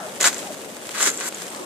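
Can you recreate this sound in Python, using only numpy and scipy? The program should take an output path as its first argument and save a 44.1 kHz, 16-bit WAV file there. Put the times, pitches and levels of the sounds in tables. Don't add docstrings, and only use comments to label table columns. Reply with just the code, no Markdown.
import sys
import numpy as np
from scipy import signal
from scipy.fft import rfft, irfft
from scipy.io import wavfile
from scipy.ndimage import uniform_filter1d

SR = 44100
rng = np.random.default_rng(int(sys.argv[2]) if len(sys.argv) > 2 else 0)


def dump_mix(stems):
    frames = np.atleast_2d(stems).T
    limited = np.clip(frames, -1, 1)
    pcm = np.round(limited * 32767).astype(np.int16)
    wavfile.write(sys.argv[1], SR, pcm)


N = 72765
T, FREQS = np.arange(N) / SR, np.fft.rfftfreq(N, 1 / SR)


def amp(db):
    return 10 ** (np.asarray(db) / 20)


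def unit(x):
    return x / np.sqrt(np.mean(x ** 2) + 1e-20)


def level_at(points, hz):
    f, db = np.transpose(points)
    return np.interp(np.log(hz + 1), np.log(f + 1), db)


def add(mix, start, sound):
    part = mix[:, max(round(start * SR), 0):][:, :sound.shape[1]]
    part += sound[:, :part.shape[1]]


def colour(x, points, size=4096):
    log_gain = np.log(amp(level_at(points, abs(np.fft.fftfreq(size, 1 / SR)))))
    response = np.exp(np.conj(signal.hilbert(log_gain)))
    taps = np.fft.ifft(response).real[:size // 2]
    return signal.fftconvolve(x, taps[None], axes=1)[:, :x.shape[1]]


def band(x, centre_hz, width_hz):
    return unit(irfft(rfft(x) * np.exp(-2 * ((FREQS - centre_hz) / width_hz) ** 2), N))


def drift(hz):
    return unit(irfft(rfft(rng.standard_normal(N)) / (1 + (FREQS / hz) ** 4), N))


def surge(start, rise, hold, fade, db):
    build = np.clip((T - start) / rise, 0, 1)
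    return amp(db) * build * 10 ** (-np.maximum(T - start - rise - hold, 0) / fade)


def grains(per_s, spread_db, right_lag_ms, jitter_ms, width, kinds=48, size=256, ring_s=0.00047):
    t, hz = np.arange(size) / SR, np.fft.rfftfreq(size, 1 / SR)
    hits = (rng.random(N) < per_s / SR) * amp(spread_db * np.minimum(rng.exponential(1, N), 3))
    hits *= rng.choice([-1, 1], N)
    kind, out = rng.integers(0, kinds, N), np.zeros((2, N))
    apart = np.clip(width * np.sqrt(hz / hz[-1]), 0, 1)
    for k in range(kinds):
        bursts = rng.standard_normal((2, size)) * np.exp(-t / ring_s)
        left, other = rfft(np.roll(bursts, size // 8, axis=1))
        lag_s = (right_lag_ms + jitter_ms * rng.standard_normal()) / 1000
        right = (np.sqrt(1 - apart ** 2) * left + apart * other) * np.exp(-2j * np.pi * hz * lag_s)
        out += signal.oaconvolve((hits * (kind == k))[None], irfft([left, right]), axes=1)[:, :N]
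    power = uniform_filter1d((out ** 2).mean(0), size=400)
    return out / np.sqrt(power + 1e-9)


# f/Hz, level/dB
RUMBLE_TONE = [(20, -51), (80, -37), (125, -20.5), (190, -0.5), (300, 0.5), (560, 1.5), (800, -10),
               (1200, -14.5), (2500, -30), (6000, -32)]
BASS_TONE = [(20, -22), (50, -23), (80, -11), (120, 0), (170, 2), (300, -27), (1000, -56)]
FIZZ_TONE = [(80, -31), (300, -13.5), (1000, 1), (2000, 2), (2900, -1), (4000, -2.5), (5500, -2.5),
             (7500, 0), (9500, -4), (14500, -13.5)]
# t/s, rumble level/dB, bass level/dB
LOW_LEVELS = [(0, -40, -54.5), (.3, -38, -53), (0.528, -37.5, -54.5), (0.699, -40, -56),
              (.95, -41.5, -55.5), (1.0, -39.5, -72), (1.12, -37, -60), (1.24, -40, -75),
              (1.31, -40.5, -58), (1.45, -40, -58), (1.65, -38, -58)]
# t/s, level/dB
FIZZ_LEVELS = [(0, -39.5), (.15, -38), (.45, -36.5), (.62, -39.5), (.8, -41), (.92, -35), (1.3, -43),
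               (1.35, -36), (1.5, -37.5), (1.65, -39.5)]
# t/s, rise/s, hold/s, fade/s, level/dB, centre f/Hz, width/Hz
WATER_WASHES = [(-.02, 0.015, 0.011, 0.2, -38, 1390, 700), (0, 0.013, 0.15, 7, -45, 724, 350),
                (1.48, 0.056, 0.058, 0.5, -41.5, 1090, 490), (1.6, .012, .008, .03, -34, 360, 140)]
def sea(alike=0.89):
    left, other, wash_left, wash_right, middle, side = rng.standard_normal((6, N))
    times, rumble_db, bass_db = np.transpose(LOW_LEVELS)
    right = alike * left + np.sqrt(1 - alike ** 2) * other
    rumble = unit(colour(np.array([left, right]), RUMBLE_TONE)) * amp(np.interp(T, times, rumble_db))
    bass = unit(colour(np.array([middle + 0.38 * side, middle - 0.42 * side]), BASS_TONE))
    bass *= amp(np.interp(T, times, bass_db))
    foam = grains(per_s=6000, spread_db=3, right_lag_ms=0, jitter_ms=0.26, width=1.05)
    fizz_db = np.interp(T, *np.transpose(FIZZ_LEVELS)) + 1.5 * drift(42)
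    fizz = unit(colour(foam, FIZZ_TONE)) * amp(fizz_db)
    water = np.array([wash_left, wash_right])
    washes = sum(surge(*row[:5]) * band(water, *row[5:]) for row in WATER_WASHES)
    return rumble + bass + fizz + washes


# t/s, f/Hz, level/dB
WHINE_PATHS = [
    [(0, 898, -37), (.025, 676, -41), (.062, 603, -35), (.082, 857, -42), (.095, 900, -60)],
    [(.42, 480, -48), (.431, 580, -34), (.445, 713, -52), (.468, 835, -40), (.49, 743, -40.5),
     (.505, 641, -35), (.53, 540, -48)],
]
def whines(roughness=0.44):
    out = np.zeros(N)
    for path in WHINE_PATHS:
        times, hz, db = np.transpose(path)
        cycles = np.cumsum(np.interp(T, times, hz) * (1 + 0.019 * drift(124))) / SR
        gate = uniform_filter1d(1. * ((T > times[0]) & (T < times[-1])), size=200)
        loudness = gate * amp(np.interp(T, times, db)) * (1 + roughness * drift(110))
        out += loudness * np.sqrt(2) * np.sin(2 * np.pi * cycles)
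    return out


# f/Hz, level/dB
BRIGHT_TONE = [(100, -60), (1000, -26), (3000, -16), (5600, -3.5), (6600, 3), (7500, 3), (8800, -4.5),
               (11000, -9), (14500, -17)]
BODY_TONE = [(40, -59), (110, -39), (250, -20), (550, -6), (850, -9), (1350, 0), (2200, -2.5), (2800, -7),
             (3500, -4), (4700, -6), (6000, -22.5), (15000, -42)]
# t/s, relative level/dB, body boost/dB
STONE_KNOCKS = [(.095, -33, 6), (0.163, -28, 2), (.242, -7.5, 9), (.329, -16.5, -2), (.344, -16, -8),
                (.366, -27, 9), (0.39, -21, 4), (.429, -25, 4), (.543, -24, 4), (.646, -34, 7),
                (.699, -30, -3), (.747, -28, -5), (.767, -24, 3), (.826, -36, 5), (.837, -31, -2),
                (.869, -19, -3), (.8915, -20, 7.5), (0.947, -24, -2), (1.006, -16, 7.5), (1.022, -18, 4),
                (1.029, -12, 3), (1.074, -14, 7), (1.208, -17, 3), (1.324, -23, 5), (1.37, -23, 1),
                (1.40, -24, 3), (1.41, -28, 1), (1.419, -16, -2), (1.467, -20, -2), (1.548, -22, 3),
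                (1.561, -19.5, -12)]
def clacks(rise_s=0.0005, knock_s=0.0014, rattle_s=0.008, size=2048):
    t, out = np.arange(size) / SR, np.zeros((2, N))
    shape = (1 - np.exp(-t / rise_s)) * (np.exp(-t / knock_s) + 0.15 * np.exp(-t / rattle_s))
    for start, db, body_db in STONE_KNOCKS:
        bright_noise, body_noise = rng.standard_normal((2, 2, size))
        bright = unit(colour(bright_noise, BRIGHT_TONE))
        body = unit(colour(body_noise + 0.4 * body_noise[::-1], BODY_TONE))
        add(out, start, amp(db - 6) * shape * (bright + amp(body_db - 2) * body))
    return out


# t/s, rise/s, hold/s, fade/s, relative level/dB, body boost/dB
FIRST_CRUNCH = [(.198, 0.01, .011, 0.0049, -20, 0), (.222, 0.0046, 0.0066, 0.02, -18.5, 1),
                (.239, 0.014, 0.023, 0.0322, -14, 1), (.31, 0.022, 0.047, 0.26, -36, -0.5)]
SECOND_CRUNCH = [(.935, 0.014, 0.036, 0.028, -32, 4.5), (.977, .048, 0.015, 0.028, -18, -1),
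                 (1.047, .018, 0.015, 0.041, -18, 0), (1.11, 0.028, 0.052, 0.048, -35.5, -2.5),
                 (1.185, 0.024, 0.077, 0.018, -32.5, 3), (1.385, .02, 0.022, .12, -38.5, 0)]
def footstep(surges, right_lag_ms, per_s=4500, spread_db=3):
    small = grains(per_s, spread_db, right_lag_ms, jitter_ms=0.029, width=1.0)
    large = grains(per_s, spread_db, right_lag_ms, jitter_ms=0.051, width=2.3)
    bright = unit(colour(small, BRIGHT_TONE))
    body = unit(colour(large + 0.46 * small, BODY_TONE))
    return amp(-2) * sum(surge(*row[:5]) * (bright + amp(row[5] - 2) * body) for row in surges)


def with_echoes(x, level_db=-7.5, decay_s=0.0083, count=24, size=1500):
    delays = rng.integers(60, size, (2, count))
    echoes = np.zeros((2, size))
    strengths = rng.choice([-1, 1], delays.shape) * np.exp(-delays / SR / decay_s)
    np.put_along_axis(echoes, delays, strengths, 1)
    echoes /= np.linalg.norm(echoes, axis=1, keepdims=True)
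    return x + amp(level_db) * signal.fftconvolve(x, echoes, axes=1)[:, :N]


# t/s, rise/s, hold/s, fade/s, level/dB, centre f/Hz, width/Hz
HEEL_THUDS = [(.2, .005, .008, .05, -31, 540, 200), (1.066, .008, .008, .025, -34, 330, 150)]
def thuds():
    return sum(surge(*row[:5]) * band(rng.standard_normal(N), *row[5:]) for row in HEEL_THUDS)


# t/s, relative level/dB, f/Hz
PEBBLE_CLINKS = [(.2107, -1.5, 6970), (0.218, -14, 6900), (0.2292, -4, 7450), (0.243, -10, 6960),
                 (0.2666, -4.5, 7400), (0.275, -6, 7700), (0.3448, -15.5, 6900), (.382, -17, 7400),
                 (.983, -17.5, 7900), (1.013, -17, 7160), (1.0257, -13, 7100), (1.0285, -3, 7270),
                 (1.0558, -7, 7000), (1.069, -11.5, 7300), (1.082, -16, 7250), (1.092, -11, 6980),
                 (1.102, -8.5, 7060), (1.116, -16, 7140), (1.139, -23, 7300), (1.144, -20, 7540),
                 (1.175, -13.5, 7590), (1.185, -21, 7500), (1.202, -16, 7800), (1.3464, -16.5, 7000),
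                 (1.504, -23, 8100)]
def clinks(rise_s=0.00035, rattle_s=0.005, size=1024):
    t, out = np.arange(size) / SR, np.zeros((2, N))
    shape = t / rise_s * np.exp(1 - t / rise_s)
    for start, db, hz in PEBBLE_CLINKS:
        phase = 0.24 * rng.uniform(0, 2 * np.pi, (2, 1))
        ring = shape * np.sin(2 * np.pi * hz * t + phase)
        rattle = colour(rng.standard_normal((2, size)) * np.exp(-t / rattle_s), BRIGHT_TONE)
        add(out, start, amp(db) * (0.76 * ring + 0.16 * rattle))
    return out


# f/Hz, level/dB
GRIT_TONE = [(100, -34), (400, -13), (1400, -0.5), (2900, -18), (5000, -7), (7600, 9.5), (10000, -1.5),
             (14500, -4)]
# t/s, rise/s, hold/s, fade/s, level/dB
SOLE_SLIDES = [(1.034, 0.02, 0.063, 0.16, -40.5), (1.225, .052, .012, .007, -27.5)]
def scuffs():
    grit = grains(per_s=7700, spread_db=4, right_lag_ms=0.13, jitter_ms=0.054, width=0.58)
    return unit(colour(grit, GRIT_TONE)) * sum(surge(*row) for row in SOLE_SLIDES)


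def scene():
    steps = footstep(FIRST_CRUNCH, right_lag_ms=-0.033) + footstep(SECOND_CRUNCH, right_lag_ms=-0.097)
    return with_echoes(steps) + scuffs() + clacks() + clinks() + thuds() + sea() + whines()


# f/Hz, level/dB
MIC_BALANCE = [(100, 1), (350, 4.5), (700, 0.5), (1300, 6), (2100, 0.5), (2800, -3), (3600, 0),
               (4600, -0.5), (6500, 0.5), (8500, 2.5), (10000, 0.5), (13000, 5.5)]
def record(dry, ceiling=0.9, cutoff_hz=14550):
    tilt_db = level_at(MIC_BALANCE, FREQS) / 2
    coloured = irfft(rfft(dry) * amp([tilt_db, -tilt_db]), N)
    low_pass = signal.firwin(301, cutoff_hz, window=("kaiser", 9), fs=SR)
    return signal.oaconvolve(np.clip(coloured, -ceiling, ceiling), low_pass[None], "same")


dry = scene()
out = record(dry)
dump_mix(out)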